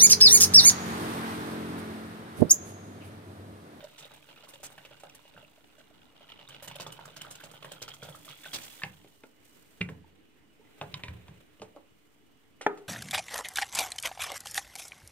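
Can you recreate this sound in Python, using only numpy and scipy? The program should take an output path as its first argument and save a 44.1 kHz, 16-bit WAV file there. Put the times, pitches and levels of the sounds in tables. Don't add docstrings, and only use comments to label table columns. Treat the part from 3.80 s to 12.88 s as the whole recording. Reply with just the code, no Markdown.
import sys
import numpy as np
from scipy import signal
from scipy.fft import rfft, irfft, next_fast_len
from scipy.io import wavfile
from scipy.ndimage import uniform_filter1d

SR = 44100
rng = np.random.default_rng(int(sys.argv[2]) if len(sys.argv) > 2 else 0)


def int16_out(signal):
    q = np.round(np.clip(np.atleast_2d(signal).T, -1, 1) * 32767)
    wavfile.write(sys.argv[1], SR, q.astype(np.int16))


def natural_amplitude(level_db):
    exponent = np.asarray(level_db, float) / 20
    return 10 ** exponent


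N = 400428

# freq_hz, density_db
HUSH_SPECTRUM = [(30, -14), (70, -14), (204, -14.5), (305, -7.5), (400, -23), (700, -23.5), (3250, -27.5),
                 (3930, -34), (16000, -52)]
# freq_hz, width_hz, level_db
WHINE_TONES = [(301, 11, -78.5), (2920, 52, -80.5), (2050, 50, -89), (430, 65, -76)]
# freq_hz, likeness_0_1
HUSH_LIKENESS = [(30, 0.79), (150, 0.03), (600, 0.04), (2000, 0.022), (6000, 0.15)]
# freq_hz, t60_s
ROOM_DECAY = [(100, 0.79), (400, 0.32), (1500, 0.25), (4000, 0.11), (12000, 0.089)]
# freq_hz, left_right_db
PORT_BALANCE = [(60, -.6), (400, -2.6), (1500, -3.4), (8000, -2.2), (12500, -5.5)]
PORT_EDGE_HZ = 15800

# start_s, shuffle_db, rustle_db
HAND_MOVES = [(5.5, -73, -88), (5.63, -56, -76), (5.68, -60.5, -78), (5.98, -62, -63.5),
              (6.3, -62.5, -74.5), (6.78, -68, -72), (6.83, -59.5, -68.5), (7.06, -52, -62),
              (7.35, -51.5, -66), (7.62, -58.5, -68.5), (8.76, -81, -73), (9.08, -63, -68)]
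# freq_hz, density_db
CLOTH_SPECTRUM = [(200, 12), (420, 17.5), (1000, 2), (2500, 7), (4000, -2.5), (6000, -65)]

# start_s, peak_db, pitch_hz
COUNTER_THUMPS = [(1.557, -52.5, 158), (4.225, -43.5, 139), (5.035, -38, 152), (6.0078, -28.5, 170),
                  (6.088, -37.5, 167), (7.014, -39, 148), (7.136, -39.5, 140), (7.235, -42.5, 109),
                  (7.286, -36, 86), (7.489, -43, 138), (7.807, -46.5, 201)]
# freq_hz, level_db, t60_s
COUNTER_MODES = [(84.3, -14.5, 0.73), (109.7, -4, 0.2), (140, -2.5, 0.11), (180.5, -10, 0.43),
                 (252, 7, 0.0095)]

# start_s, crack_db, crack_hz, body_hz, body_db
COUNTER_KNOCKS = [(5.019, -42, 2400, 1750, -39), (5.0338, -20, 2440, 800, -40),
                  (5.244, -53, 2350, 383, -51.5), (5.435, -43.5, 2360, 424, -51.5),
                  (6.008, -35, 2400, 890, -46), (6.0122, -22.5, 2400, 407, -46),
                  (6.0879, -35, 1920, 483, -45.5), (7.0123, -26, 2400, 790, -33),
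                  (7.1404, -22, 3220, 1020, -46.5), (7.1941, -62, 2770, 1370, -47.5),
                  (7.235, -25, 2400, 402, -50), (7.2822, -32.5, 2370, 990, -50.5),
                  (7.481, -40.5, 2240, 770, -52.5), (7.7966, -48, 2920, 450, -57),
                  (7.9619, -53, 2950, 560, -46)]
# start_s, crack_db, crack_hz, body_hz, body_db
SPOON_TAPS = [
    (7.8177, -39, 2810, 607, -39),
    (8.8095, -60, 2180, 780, -40),
    (8.8118, -29.5, 2060, 414, -50.5),
    (8.973, -49, 2520, 810, -57),
]
# freq_ratio, width_ratio, level_db
CRACK_SHAPE = [(.73, 0.35, 10.5), (1.0, 0.26, 19), (1.16, 0.31, 15.5), (1.55, 0.33, 9)]
# freq_ratio, width_ratio, level_db
BODY_SHAPE = [(.55, 0.22, -3), (1.0, 0.26, 2), (1.45, 0.3, -2), (2.1, .3, -4.5)]
BLOW_DELAY_S = 0.0012
KNOCK_TICK_DB, TAP_TICK_DB, TICK_SHARE = -22, -11, 0.74
KNOCK_TOP_HZ = 7000

# start_s, peak_db, left_right_db
SPOON_RAPS = [
    (8.8629, -8, 4),
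]
# freq_hz, level_db, t60_s
POT_MODES = [(200, -18.5, 0.12), (337, -2, 0.033), (430, 0.5, 0.06), (630, -5.5, 0.047), (751, 8, 0.022),
             (849, 1, 0.057), (1120, 9, 0.0078), (1365, 5.5, 0.016), (1750, 2, 0.032), (2360, -13, 0.049),
             (3280, -14.5, 0.032), (5780, -21, 0.029)]
# freq_hz, level_db, t60_s
SHIVER_MODES = [(320, -6, 0.46), (413, -0.5, 0.52), (581, -14, .28), (790, -16, 0.43), (970, -2, .2),
                (1260, -1, .22)]
SHIVER_DB, SHIVER_WIDTH_HZ = -28, 32

# freq_hz, width_hz, level_db
BOWL_MODES = [(587, 270, 0.5), (844, 140, 1.5), (1413, 140, 4.5)]
# freq_hz, width_hz, level_db
SIEVE_MODES = [(2400, 470, 12.5), (2850, 520, 17.5), (3280, 220, 15), (3660, 220, 6.5), (4600, 620, -16)]
# freq_hz, density_db
SPRAY_SPECTRUM = [(2650, -5.5), (4500, -4.5), (4950, -5.5), (6250, -4.5), (8740, -3), (10900, -10),
                  (15200, -3.5), (16000, -17)]
# start_s, flow_db, fineness_0_1 (fat gobs to fine spray)
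POUR_FLOW = [(0, -59, 0.29), (1.4, -64, 0.3), (1.7, -65, 0.32), (2.3, -64, 0.25), (2.85, -59.5, 0.2),
             (4.13, -61.5, 0.33), (4.66, -59.5, 0.43), (4.8, -65, 0.66), (4.97, -56, 0.44),
             (5.12, -62, 0.37), (5.62, -82.5, 0.58), (5.65, -77, 0.69), (5.93, -76.5, 0.54)]
# start_s, pitch_hz
AIR_GAP_TONE = [(0, 3620), (.44, 3870), (.46, 2820), (2.2, 2850), (3.2, 2986), (4.8, 3400), (5.6, 2940)]
# begins_s, full_s, thins_s, over_s
RICE_BOOM_S = (2.55, 2.8, 4.35, 4.6)
BOOM_HZ, BOOM_WIDTH_HZ = 140, 56.18
BOOM_DB, RICE_BOOM_DB = -8.5, 6
GURGLE_DB, GURGLE_LOSS_DB = 5.5, -27
FIZZ_DB, FIZZ_GAIN_DB = -7.5, 24

# start_s, peak_db, pitch_hz
SIEVE_DRIPS = [(0.2084, -43, 3690), (0.227, -40, 3640), (0.246, -36.5, 3660), (0.5644, -47, 2500),
               (0.7428, -43, 3670), (0.9203, -49, 3760), (0.9777, -49, 2580), (1.05, -45, 2590),
               (1.296, -46.5, 2600), (1.5773, -46, 2770), (1.627, -46, 2730), (1.6477, -41.5, 2680),
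               (2.493, -44, 3160), (2.5187, -37, 3130), (2.5755, -48, 3020), (2.592, -42, 3140),
               (2.6767, -38, 3660), (2.706, -38, 3070), (2.7233, -42, 3070), (2.746, -37, 3320),
               (1.124, -48.5, 3350), (2.882, -40, 3030), (2.9138, -37, 3390), (2.9553, -35, 3150),
               (3, -37, 2650), (3.0653, -32, 3420), (3.125, -37.5, 2980), (0.873, -46, 3300),
               (3.4113, -33, 2920), (3.5523, -43, 2740), (3.6376, -43, 2700), (3.756, -45, 3020),
               (3.9185, -43, 3430), (3.9185, -34, 3140), (4.008, -43, 3100), (4.021, -40, 3100),
               (4.079, -40, 3170), (4.1036, -41, 3150), (4.117, -32, 3230), (4.138, -36.5, 3270),
               (4.219, -44, 2340), (4.2198, -38, 3280), (4.2517, -40, 3260), (4.2882, -37, 3360),
               (4.3256, -41, 3360), (4.448, -42, 3370), (4.487, -45, 3400), (5.13, -50, 2775),
               (4.6618, -35, 3430), (4.6833, -37, 3420), (4.717, -39, 3300), (4.7336, -29.5, 3160),
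               (4.768, -33, 3400), (4.998, -39, 3550)]
# start_s, peak_db, pitch_hz
AIR_POPS = [(0.04, -51, 437), (0.041, -33, 594), (0.253, -45.5, 560), (0.309, -50, 575), (2.006, -46, 1510),
            (0.635, -46, 582), (0.672, -43.5, 1100), (0.736, -41, 540), (0.8, -45, 565), (0.833, -45, 624),
            (0.98, -35, 1680), (1.11, -40, 582), (1.628, -44, 590), (1.453, -47, 606), (1.565, -37, 1500),
            (1.578, -51, 590), (1.982, -47.5, 620), (2.109, -46.5, 640), (2.407, -46.5, 560),
            (2.592, -53, 610), (2.688, -40.5, 1120), (2.825, -43, 544), (2.875, -36, 582),
            (2.912, -41, 915), (2.955, -36.5, 560), (2.005, -50, 610), (2.999, -34, 1010),
            (3.064, -53, 865), (3.191, -38, 915), (3.255, -36, 1190), (3.299, -44, 455), (3.365, -39, 1450),
            (3.446, -41, 1400), (3.473, -41, 1460), (3.6, -41, 1450), (3.612, -34, 1580), (3.638, -50, 560),
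            (3.714, -49, 479), (4.865, -44, 1584), (1.778, -48, 640), (3.917, -38, 565), (4.018, -39, 515),
            (4.08, -48, 456), (4.08, -31, 1346), (4.139, -39, 1260), (4.21, -48, 577), (4.227, -40, 440),
            (4.251, -42, 550), (1.546, -46, 570), (4.349, -33, 1290), (4.464, -48, 630), (4.48, -35, 1180),
            (4.66, -46, 660), (4.645, -33, 1730), (4.66, -29, 1490), (4.733, -43, 1784), (4.734, -36, 1180),
            (4.786, -34, 1720), (4.997, -38, 1620), (5.019, -27.5, 1720)]
# start_s, peak_db, pitch_hz, t60_s
BRIEF_RINGS = [(.027, -43, 585, 0.13), (4.529, -48, 1310, .03), (7.817, -48, 5070, 0.016),
               (5.04, -37.5, 820, 0.077), (5.437, -51.5, 1413, 0.074), (6.0125, -20, 2750, 0.02),
               (6.013, -26.5, 2080, 0.04), (6.014, -24, 2400, 0.03), (6.014, -35, 2300, 0.11),
               (6.01, -31, 403, 0.036), (5.035, -33, 4800, .012), (5.037, -27.5, 1750, 0.019),
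               (6.092, -42, 430, .15), (6.13, -56, 870, 0.066), (6.243, -52, 885, 0.038),
               (7.016, -40, 424, 0.16), (7.82, -37, 430, .1), (6.795, -51, 430, 0.088),
               (6.812, -60.5, 880, 0.31), (6.85, -63, 2010, 0.4), (7.013, -40, 3400, 0.016),
               (7.143, -46, 1014, 0.16), (7.142, -30, 3760, 0.015), (7.238, -44, 990, 0.24),
               (7.255, -54, 3690, 0.23), (7.949, -53, 620, 0.047)]
RING_BLUR = 0.08
DRIP_DB, POP_DB, BLIP_RISE_PER_S = -4.5, -7, 1.5
DRIP_CYCLES, POP_CYCLES = 9, 2.6

# start_s, slap_db, rattle_db, spray_db
WATER_MIDDLE = [(0.004, -45, -55.5, -82), (0.04, -51, -67, -53), (0.179, -62, -52, -54.5),
                (0.207, -49, -65, -76), (0.224, -53, -64, -53.5), (0.253, -64, -73, -55.5),
                (0.488, -45, -54.5, -66), (0.634, -51, -73, -63), (0.682, -51, -68, -53),
                (0.736, -49.5, -55.5, -56), (0.831, -39, -71, -45), (0.902, -46.5, -79, -53),
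                (1.05, -43.5, -50.5, -59), (1.11, -46, -64, -83), (1.235, -34.5, -55, -52),
                (1.291, -64, -59, -58), (1.346, -54, -62, -53), (1.453, -49, -60, -71),
                (1.576, -40.5, -57, -101), (1.982, -59, -63, -63.5), (1.198, -66, -62, -57)]
# start_s, slap_db, rattle_db, spray_db
RICE_MIDDLE = [(2.408, -47, -59.5, -92), (2.488, -54, -50.5, -84), (2.59, -47, -56, -82),
               (2.824, -42.5, -54, -48), (2.876, -36.5, -43.5, -44.5), (2.956, -60, -57, -45.5),
               (3.122, -66, -53, -43), (3.297, -56, -59, -67), (3.506, -58, -66, -48.5),
               (3.637, -35.5, -53.5, -49.5), (3.714, -48, -76, -49), (3.825, -39, -46, -57),
               (3.846, -30.5, -49, -50), (3.917, -38, -54, -41), (4.018, -37.5, -45.5, -43.5),
               (4.226, -37, -49, -52), (4.25, -39, -61, -50.5), (4.287, -37, -71, -54),
               (4.448, -73, -63, -49)]
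# start_s, slap_db, rattle_db, spray_db
GOBS_OFF_CENTRE = [(0.309, -46, -84, -67), (0.336, -78, -91, -55), (0.575, -48.5, -55, -87),
                   (2.912, -42, -46, -58), (2.999, -31.5, -48, -43.5), (3.031, -53, -65, -52),
                   (3.065, -31, -66, -52), (3.191, -38, -61, -59), (3.413, -45, -43, -44)]
# start_s, slap_db, rattle_db, spray_db
GOBS_NEAR_WALL = [(0.92, -51, -62, -54.5), (0.802, -62, -70, -61), (2.687, -48, -53, -49),
                  (2.724, -48, -50.5, -78), (3.254, -42.5, -78, -46), (4.08, -41.5, -47, -46.5),
                  (4.102, -62, -57, -72), (4.137, -59, -65, -51), (4.348, -40.5, -74, -53.5),
                  (4.478, -44, -54, -66), (4.488, -55, -42.5, -52), (4.682, -52, -58, -57),
                  (4.732, -58, -42, -37.5)]
# start_s, slap_db, rattle_db, spray_db
GOBS_ON_WALL = [(0.979, -40.5, -51, -61), (2.747, -55, -55.5, -64), (3.364, -43, -51, -47),
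                (3.448, -38.5, -81, -58), (3.472, -39, -83, -71), (3.552, -61, -58, -45.5),
                (3.602, -49, -56, -53), (3.739, -43, -56.5, -61), (3.952, -49, -85, -77),
                (4.634, -53, -49, -52), (4.658, -38, -47, -55), (4.785, -44, -43, -45),
                (4.83, -51, -50, -48.5)]
PLACE_TONES = (575, 575, 920, 1230, 1470)
PLACE_SPREAD = 0.03
SLAP_DB, RATTLE_DB, SPRAY_DB = -1, 7, -1.5
SPLASH_S, SPLASH_SPREAD, RATTLE_SPREAD = 0.011, 0.58, 0.026
SPRAY_RISE_S = 0.004
SPRAY_LOW_HZ, SPRAY_HIGH_HZ, SPRAY_WIDTH_HZ = 4200, 12040, 2480


def seconds(count):
    return np.arange(count) / SR


def evened(x):
    return x / np.sqrt(np.mean(x ** 2) + 1e-20)


def peaked(x):
    return x / (abs(x).max() + 1e-12)


def read(points, hz):
    f, value = np.transpose(points)
    return np.interp(np.log(hz + 1), np.log(f + 1), value)


def controls(rows):
    s, *columns = np.transpose(rows)
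    t = seconds(N)
    fade = np.interp(t, [s[0] - 0.1, s[0], s[-1], s[-1] + 0.12], [0, 1, 1, 0])
    return [np.interp(t, s, c) for c in columns], fade


def add(mix, s, sound, pan_db, lag=3):
    for side, (sign, late) in enumerate([(0.96, 0), (-1.02, lag)]):
        part = mix[side, max(round(s * SR) + late, 0):][:len(sound)]
        part += natural_amplitude(sign * pan_db / 2) * sound[:len(part)]


def resonate(x, hz, width_hz):
    r = np.exp(-np.pi * width_hz / SR)
    return 2 * signal.lfilter([1 - r], [1, -r * np.exp(2j * np.pi * hz / SR)], x).real


def resonate_twice(x, hz, width_hz):
    return resonate(resonate(x, hz, width_hz), hz, width_hz)


def glide(x, hz, width_hz):
    turn = np.exp(2j * np.pi * np.cumsum(hz) / SR)
    r = np.exp(-np.pi * width_hz / SR)
    return 2 * (turn * signal.lfilter([1 - r], [1, -r], x / turn)).real


def colour(x, points):
    count = x.shape[-1]
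    size = next_fast_len(count)
    gain = natural_amplitude(read(points, np.fft.rfftfreq(size, 1 / SR)))
    return irfft(rfft(x, size) * gain, size)[..., :count]


def ring(modes, t, rise_s):
    hz, db, t60_s = np.transpose(modes)[:, :, None]
    tones = natural_amplitude(db - 60 * t / t60_s) * np.sin(2 * np.pi * hz * t)
    return tones.sum(0) * (1 - np.exp(-t / rise_s))


def ragged(noise, depth_db):
    return natural_amplitude(depth_db * evened(uniform_filter1d(noise, 60)))


def droplets(per_s, spread_db, drop_s, smooth):
    size = natural_amplitude(spread_db * np.minimum(rng.exponential(1, N), 4))
    hits = size * (rng.random(N) < per_s / SR)
    puffs = evened(signal.oaconvolve(hits, np.hanning(int(drop_s * SR) + 3))[:N])
    shared, own = rng.standard_normal(N), rng.standard_normal((2, N))
    return (puffs + smooth) * (np.array([shared, np.roll(shared, 4)]) + 2.4 * own)


def air():
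    frames, hz = N // 256 + 5, np.fft.rfftfreq(1024, 1 / SR)
    a, b, c, d, patches = rng.standard_normal((frames, 513, 5)).T
    patches = evened(uniform_filter1d(uniform_filter1d(patches, 12, 0), 14, 1))
    same = np.clip(read(HUSH_LIKENESS, hz), -1, 1)[:, None]
    left = a + 1j * b
    right = same * left + np.sqrt(1 - same ** 2) * (c + 1j * d)
    z = np.array([left, right]) * natural_amplitude(1.8 * patches)
    hush = colour(signal.istft(z, nperseg=1024, noverlap=768)[1][:, :N], HUSH_SPECTRUM)
    stir = rng.standard_normal(N) + 0.5 * rng.standard_normal((2, N))
    whine = sum(natural_amplitude(db) * evened(resonate_twice(stir, f, w)) for f, w, db in WHINE_TONES)
    return natural_amplitude(-64.5) * evened(hush) + whine


def kitchen(x):
    taps = np.zeros((2, SR // 2))
    slots = np.arange(130, SR // 2 - 20, 20)
    at = slots + rng.integers(0, 20, (2, len(slots)))
    np.put_along_axis(taps, at, rng.choice([-1., 1.], at.shape), 1)
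    hz, t, z = signal.stft(taps, SR, nperseg=256)
    decay = natural_amplitude(-60 * t / read(ROOM_DECAY, hz)[:, None])
    tail = signal.istft(z * decay, SR, nperseg=256)[1]
    return signal.fftconvolve(x.mean(0)[None], tail / np.linalg.norm(tail[0]), axes=1)[:, :N]


def hands():
    (shuffle_db, rustle_db), fade = controls(HAND_MOVES)
    moves = droplets(49, 3.5, 0.021, 2.8)
    shuffle = natural_amplitude(shuffle_db - 7) * evened(colour(moves, CLOTH_SPECTRUM))
    rustle = natural_amplitude(rustle_db - 3.5) * evened(colour(moves, SPRAY_SPECTRUM))
    return fade * (shuffle + rustle)


def thumps():
    out, t = np.zeros((2, N)), seconds(SR // 2)
    for s, db, hz in COUNTER_THUMPS:
        moods = rng.standard_normal(len(COUNTER_MODES))
        modes = [(f, level_db + m, t60_s) for (f, level_db, t60_s), m in zip(COUNTER_MODES, moods)]
        boom = ring(modes + [(hz, 4, 0.1)], t, 0.0054)
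        mutter = rng.standard_normal(len(t)) * (1 - np.exp(-t / 0.0091)) * np.exp(-t / 0.069)
        mutter = resonate_twice(mutter, 0.96 * hz, 83)
        add(out, s, natural_amplitude(db) * (0.46 * peaked(mutter) - peaked(boom)), 0, lag=0)
    return out


def struck(noise, t, hz, shape, chatter, chatter_s):
    push = (t == 0) + chatter * noise * (np.exp(-t / chatter_s) + 0.25 * np.exp(-t / 0.0073))
    tone = np.zeros(len(t))
    for i, (ratio, width, db) in enumerate(shape):
        mode = resonate(resonate(push, ratio * hz, width * hz), ratio * hz, 2.5 * hz)
        tone += (-1) ** i * natural_amplitude(db) * mode
    return peaked(tone)


def knocks():
    out, t = np.zeros((2, N)), seconds(5000)
    for rows, tick_db in ((COUNTER_KNOCKS, KNOCK_TICK_DB), (SPOON_TAPS, TAP_TICK_DB)):
        for s, crack_db, crack_hz, body_hz, body_db in rows:
            noise = rng.standard_normal((3, len(t)))
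            crack = natural_amplitude(crack_db) * struck(noise[0], t, crack_hz, CRACK_SHAPE, 0.14, 0.002)
            body = natural_amplitude(body_db + 7.5) * struck(noise[1], t, body_hz, BODY_SHAPE, 0.063, 0.013)
            tick = resonate(resonate(noise[2] * np.exp(-t / 0.019), 2500, 1600), 8200, 1400)
            tick = natural_amplitude(tick_db + TICK_SHARE * crack_db) * peaked(tick)
            add(out, s + BLOW_DELAY_S / 2, crack + body + tick, 2)
    return signal.lfilter(*signal.butter(2, KNOCK_TOP_HZ, fs=SR), out)


def rap():
    out, t = np.zeros((2, N)), seconds(SR // 2)
    for s, db, pan_db in SPOON_RAPS:
        stir = rng.standard_normal(len(t)) * (1 - np.exp(-t / 0.0018))
        blur, after = np.zeros(len(t)), np.zeros(len(t))
        for f, level_db, _ in POT_MODES:
            decay = np.exp(-t / 0.0039) + 0.04 * np.exp(-t * (f / 500) ** 0.6 / 0.12)
            blur += natural_amplitude(level_db) * resonate(resonate(stir, f, 0.25 * f), f, 0.32 * f) * decay
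        for f, level_db, t60_s in SHIVER_MODES:
            mode = resonate(resonate(stir, f, SHIVER_WIDTH_HZ * f / 300), f, 0.2 * f)
            after += natural_amplitude(level_db - 60 * t / t60_s) * evened(mode)
        wall = ring(POT_MODES, t, 0.0017) * (0.26 + np.exp(-t / 0.0087))
        wall = signal.lfilter(*signal.butter(2, 200, "high", fs=SR), wall)
        sound = 0.24 * peaked(blur) - peaked(wall) + natural_amplitude(SHIVER_DB) * after
        add(out, s + BLOW_DELAY_S, natural_amplitude(db) * sound, pan_db + 1, lag=0)
    return np.array([np.roll(out[0], 4), out[1]])


def blips():
    out, t = np.zeros((2, N)), seconds(5000)
    rows = [(s, db + DRIP_DB, hz, DRIP_CYCLES / hz, BLIP_RISE_PER_S) for s, db, hz in SIEVE_DRIPS]
    rows += [(s, db + POP_DB, hz, POP_CYCLES / hz, BLIP_RISE_PER_S) for s, db, hz in AIR_POPS]
    rows += [(s, db, hz, t60_s / np.log(1000), 0) for s, db, hz, t60_s in BRIEF_RINGS]
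    for s, db, hz, fade_s, rise in rows:
        mood = rng.standard_normal(2)
        wet = rise != 0
        if wet:
            fade_s = fade_s * np.exp(0.3 * mood[0])
        decay = np.exp(-t / fade_s)
        tone = np.sin(2 * np.pi * hz * t * (1 + rise * t)) * decay * (1 - np.exp(-t * hz / 1.3))
        sound = peaked(tone)
        if not wet:
            clatter = evened(resonate_twice(rng.standard_normal(len(t)), hz, RING_BLUR * hz))
            clatter = clatter * decay * np.minimum(t / 0.013, 1)
            sound = sound * np.exp(-t / 0.012) + 0.53 * clatter
        add(out, s, natural_amplitude(db) * sound, mood[1] + 0.5)
    return out


def landings():
    places = WATER_MIDDLE, RICE_MIDDLE, GOBS_OFF_CENTRE, GOBS_NEAR_WALL, GOBS_ON_WALL
    return [(s, slap_db, hz, rattle_db, spray_db)
            for rows, hz in zip(places, PLACE_TONES) for s, slap_db, rattle_db, spray_db in rows]


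def surge(settle_s, calm, full_db, order):
    gobs = landings()
    hits = np.zeros(N)
    hits[[round(row[0] * SR) for row in gobs]] = natural_amplitude(np.transpose(gobs)[order] - full_db)
    settling = signal.lfilter([1], [1, -np.exp(-1 / (settle_s * SR))], hits)
    churn = signal.lfilter([0.006], [1, -0.994], settling)
    return evened(calm + np.tanh(churn))


def slosh(depth=0.14):
    heave = evened(uniform_filter1d(rng.standard_normal(N // 441 + 2), 5))
    return np.exp(depth * np.interp(np.arange(N) / 441, np.arange(len(heave)), heave))


def bubbles(low_hz, high_hz, per_s, cycles, count=14):
    out, t = np.zeros((2, N)), seconds(900)
    for hz in np.geomspace(low_hz, high_hz, count):
        tone = np.sin(2 * np.pi * hz * t * (1 + 8 * t))
        tone = tone * np.exp(-t * hz / cycles) * (1 - np.exp(-t * hz))
        events = rng.random((int(per_s * N / SR / count), 3))
        for s, size, side in events * [N / SR, 1, 1]:
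            add(out, s, natural_amplitude(-2.6 * np.log(size + 0.011)) * tone, 8 * (side - 0.5))
    return evened(out)


def flow():
    (flow_db, fine), fade = controls(POUR_FLOW)
    (gap_hz,), _ = controls(AIR_GAP_TONE)
    gurgle_db = flow_db + GURGLE_DB + GURGLE_LOSS_DB * fine
    fizz_db = flow_db + FIZZ_DB + FIZZ_GAIN_DB * fine
    boom_db = flow_db + BOOM_DB + RICE_BOOM_DB * np.interp(seconds(N), RICE_BOOM_S, [0, 1, 1, 0])
    drops = droplets(260, 3.2, 0.005, 0.35)
    gurgle = sum(natural_amplitude(db) * glide(resonate(drops, f, 490), f * slosh(), w) for f, w, db in BOWL_MODES)
    gurgle = evened(gurgle) + 0.5 * bubbles(500, 2400, 300, 2.5)
    mesh = sum(natural_amplitude(db) * glide(resonate(drops, f, 1700), f * slosh(0.029), w + 150)
               for f, w, db in SIEVE_MODES)
    gap = glide(glide(drops, gap_hz, 69), gap_hz, 69)
    trickle = evened(mesh) + 0.37 * bubbles(1800, 3870, 320, 4.3) + 0.34 * evened(gap)
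    fizz = evened(colour(droplets(740, 1.3, 0.012, 0.48), SPRAY_SPECTRUM))
    stir = rng.standard_normal(N) + 0.23 * rng.standard_normal((2, N))
    boom = evened(resonate_twice(stir, BOOM_HZ, BOOM_WIDTH_HZ))
    water = surge(0.03, 0.7, -48, order=1) * natural_amplitude(gurgle_db) * gurgle
    water += surge(0.035, 0.5, -54, order=3) * natural_amplitude(flow_db) * trickle
    water += surge(0.025, fine ** 1.5, -35, order=4) * natural_amplitude(fizz_db) * fizz
    water += surge(0.028, 0.31, -40, order=1) * natural_amplitude(boom_db) * boom
    return fade * water


def splashes():
    rattle, spray, t = np.zeros((2, N)), np.zeros((2, N)), seconds(1800)
    for s, _, _, rattle_db, spray_db in landings():
        noise, mood = rng.standard_normal((4, len(t))), rng.standard_normal(6)
        length_s = SPLASH_S * np.exp(SPLASH_SPREAD * mood[5]) + 0.002
        swell = ragged(noise[0], 3.6) * (1 - np.exp(-t / 0.001)) * np.exp(-(t / length_s) ** 2)

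        push = (np.exp(-t / 0.0015) + swell) * noise[1]
        gap_hz = np.interp(s, *np.transpose(AIR_GAP_TONE)) * (1 + RATTLE_SPREAD * rng.standard_normal())
        mesh = sum(natural_amplitude(db + 3 * m) * resonate(push, f, w) for (f, w, db), m in zip(SIEVE_MODES, mood))
        tone = 4.7 * resonate(push, gap_hz, 190) + 0.23 * mesh
        add(rattle, s, natural_amplitude(rattle_db + RATTLE_DB) * peaked(tone), 0)

        swell = (swell + 0.11 * np.exp(-t / 0.015)) * (1 - np.exp(-t / SPRAY_RISE_S))
        swell += 0.85 * (mood[4] > 0) * np.exp(-t / 0.0013)
        drop_hz = rng.uniform(SPRAY_LOW_HZ, SPRAY_HIGH_HZ)
        hiss = 0.5 * noise[2:] + 2.2 * resonate(noise[2:], drop_hz, SPRAY_WIDTH_HZ)
        level_db = spray_db + SPRAY_DB
        add(spray, s, natural_amplitude(level_db) * swell * hiss[0], 0)
        for side in (-1, 1):
            add(spray, s, natural_amplitude(level_db - 6.5) * swell * hiss[1][::side], 20 * side)
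    unit = np.sqrt(np.mean(natural_amplitude(read(SPRAY_SPECTRUM, np.linspace(1, SR / 2, 200))) ** 2))
    return rattle + natural_amplitude(-8) * colour(resonate(spray, 3000, 11400), SPRAY_SPECTRUM) / unit


def slaps():
    out, t = np.zeros((2, N)), seconds(2000)
    for s, db, hz, _, _ in landings():
        noise, mood = rng.standard_normal((2, len(t))), rng.standard_normal(6)
        sloshing = ragged(noise[1], 5) * np.exp(-t / 0.008) * noise[0]
        push = np.exp(-t / 0.0001) + 0.12 * sloshing
        modes = [(hz * (1 + PLACE_SPREAD * mood[5]), 170, 5), (2000, 1200, -12)]
        for (f, w, bowl_db), m in zip(BOWL_MODES, mood[::-1]):
            modes.append((f * (1 + 0.1 * m), w + 150, bowl_db + 5.5))
        tone = np.zeros(len(t))
        for (f, w, level_db), m in zip(modes, mood):
            tone += natural_amplitude(level_db + 2 * m) * resonate(resonate(push, f, w), f, 370) / np.sqrt(w)
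        add(out, s, natural_amplitude(db + SLAP_DB) * peaked(tone), 0)
    return out


def scene():
    background = air() + hands()
    booms, hits, spoon = thumps(), knocks(), rap()
    drips, gobs = blips(), splashes() + slaps()
    send = natural_amplitude(-23.5) * booms + natural_amplitude(-9.5) * hits + natural_amplitude(-17) * spoon + natural_amplitude(-11.5) * drips + natural_amplitude(-6) * gobs
    return background + booms + hits + spoon + drips + flow() + gobs + kitchen(send)


def low_pass(x):
    return signal.sosfilt(signal.butter(12, 16660, fs=SR, output="sos"), x)


def record(dry):
    hz = np.linspace(0, SR / 2, 257)
    balance_db, passed = read(PORT_BALANCE, hz), hz < PORT_EDGE_HZ
    ports = [signal.firwin2(401, hz, natural_amplitude(sign * balance_db / 2) * passed, fs=SR) for sign in (1, -1)]
    dry = signal.lfilter(*signal.butter(2, 48, "high", fs=SR), dry)
    mix = signal.oaconvolve(dry, np.array(ports), "same", axes=1) - 0.0004
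    return low_pass(mix)


dry = scene()
out = record(dry)
int16_out(out)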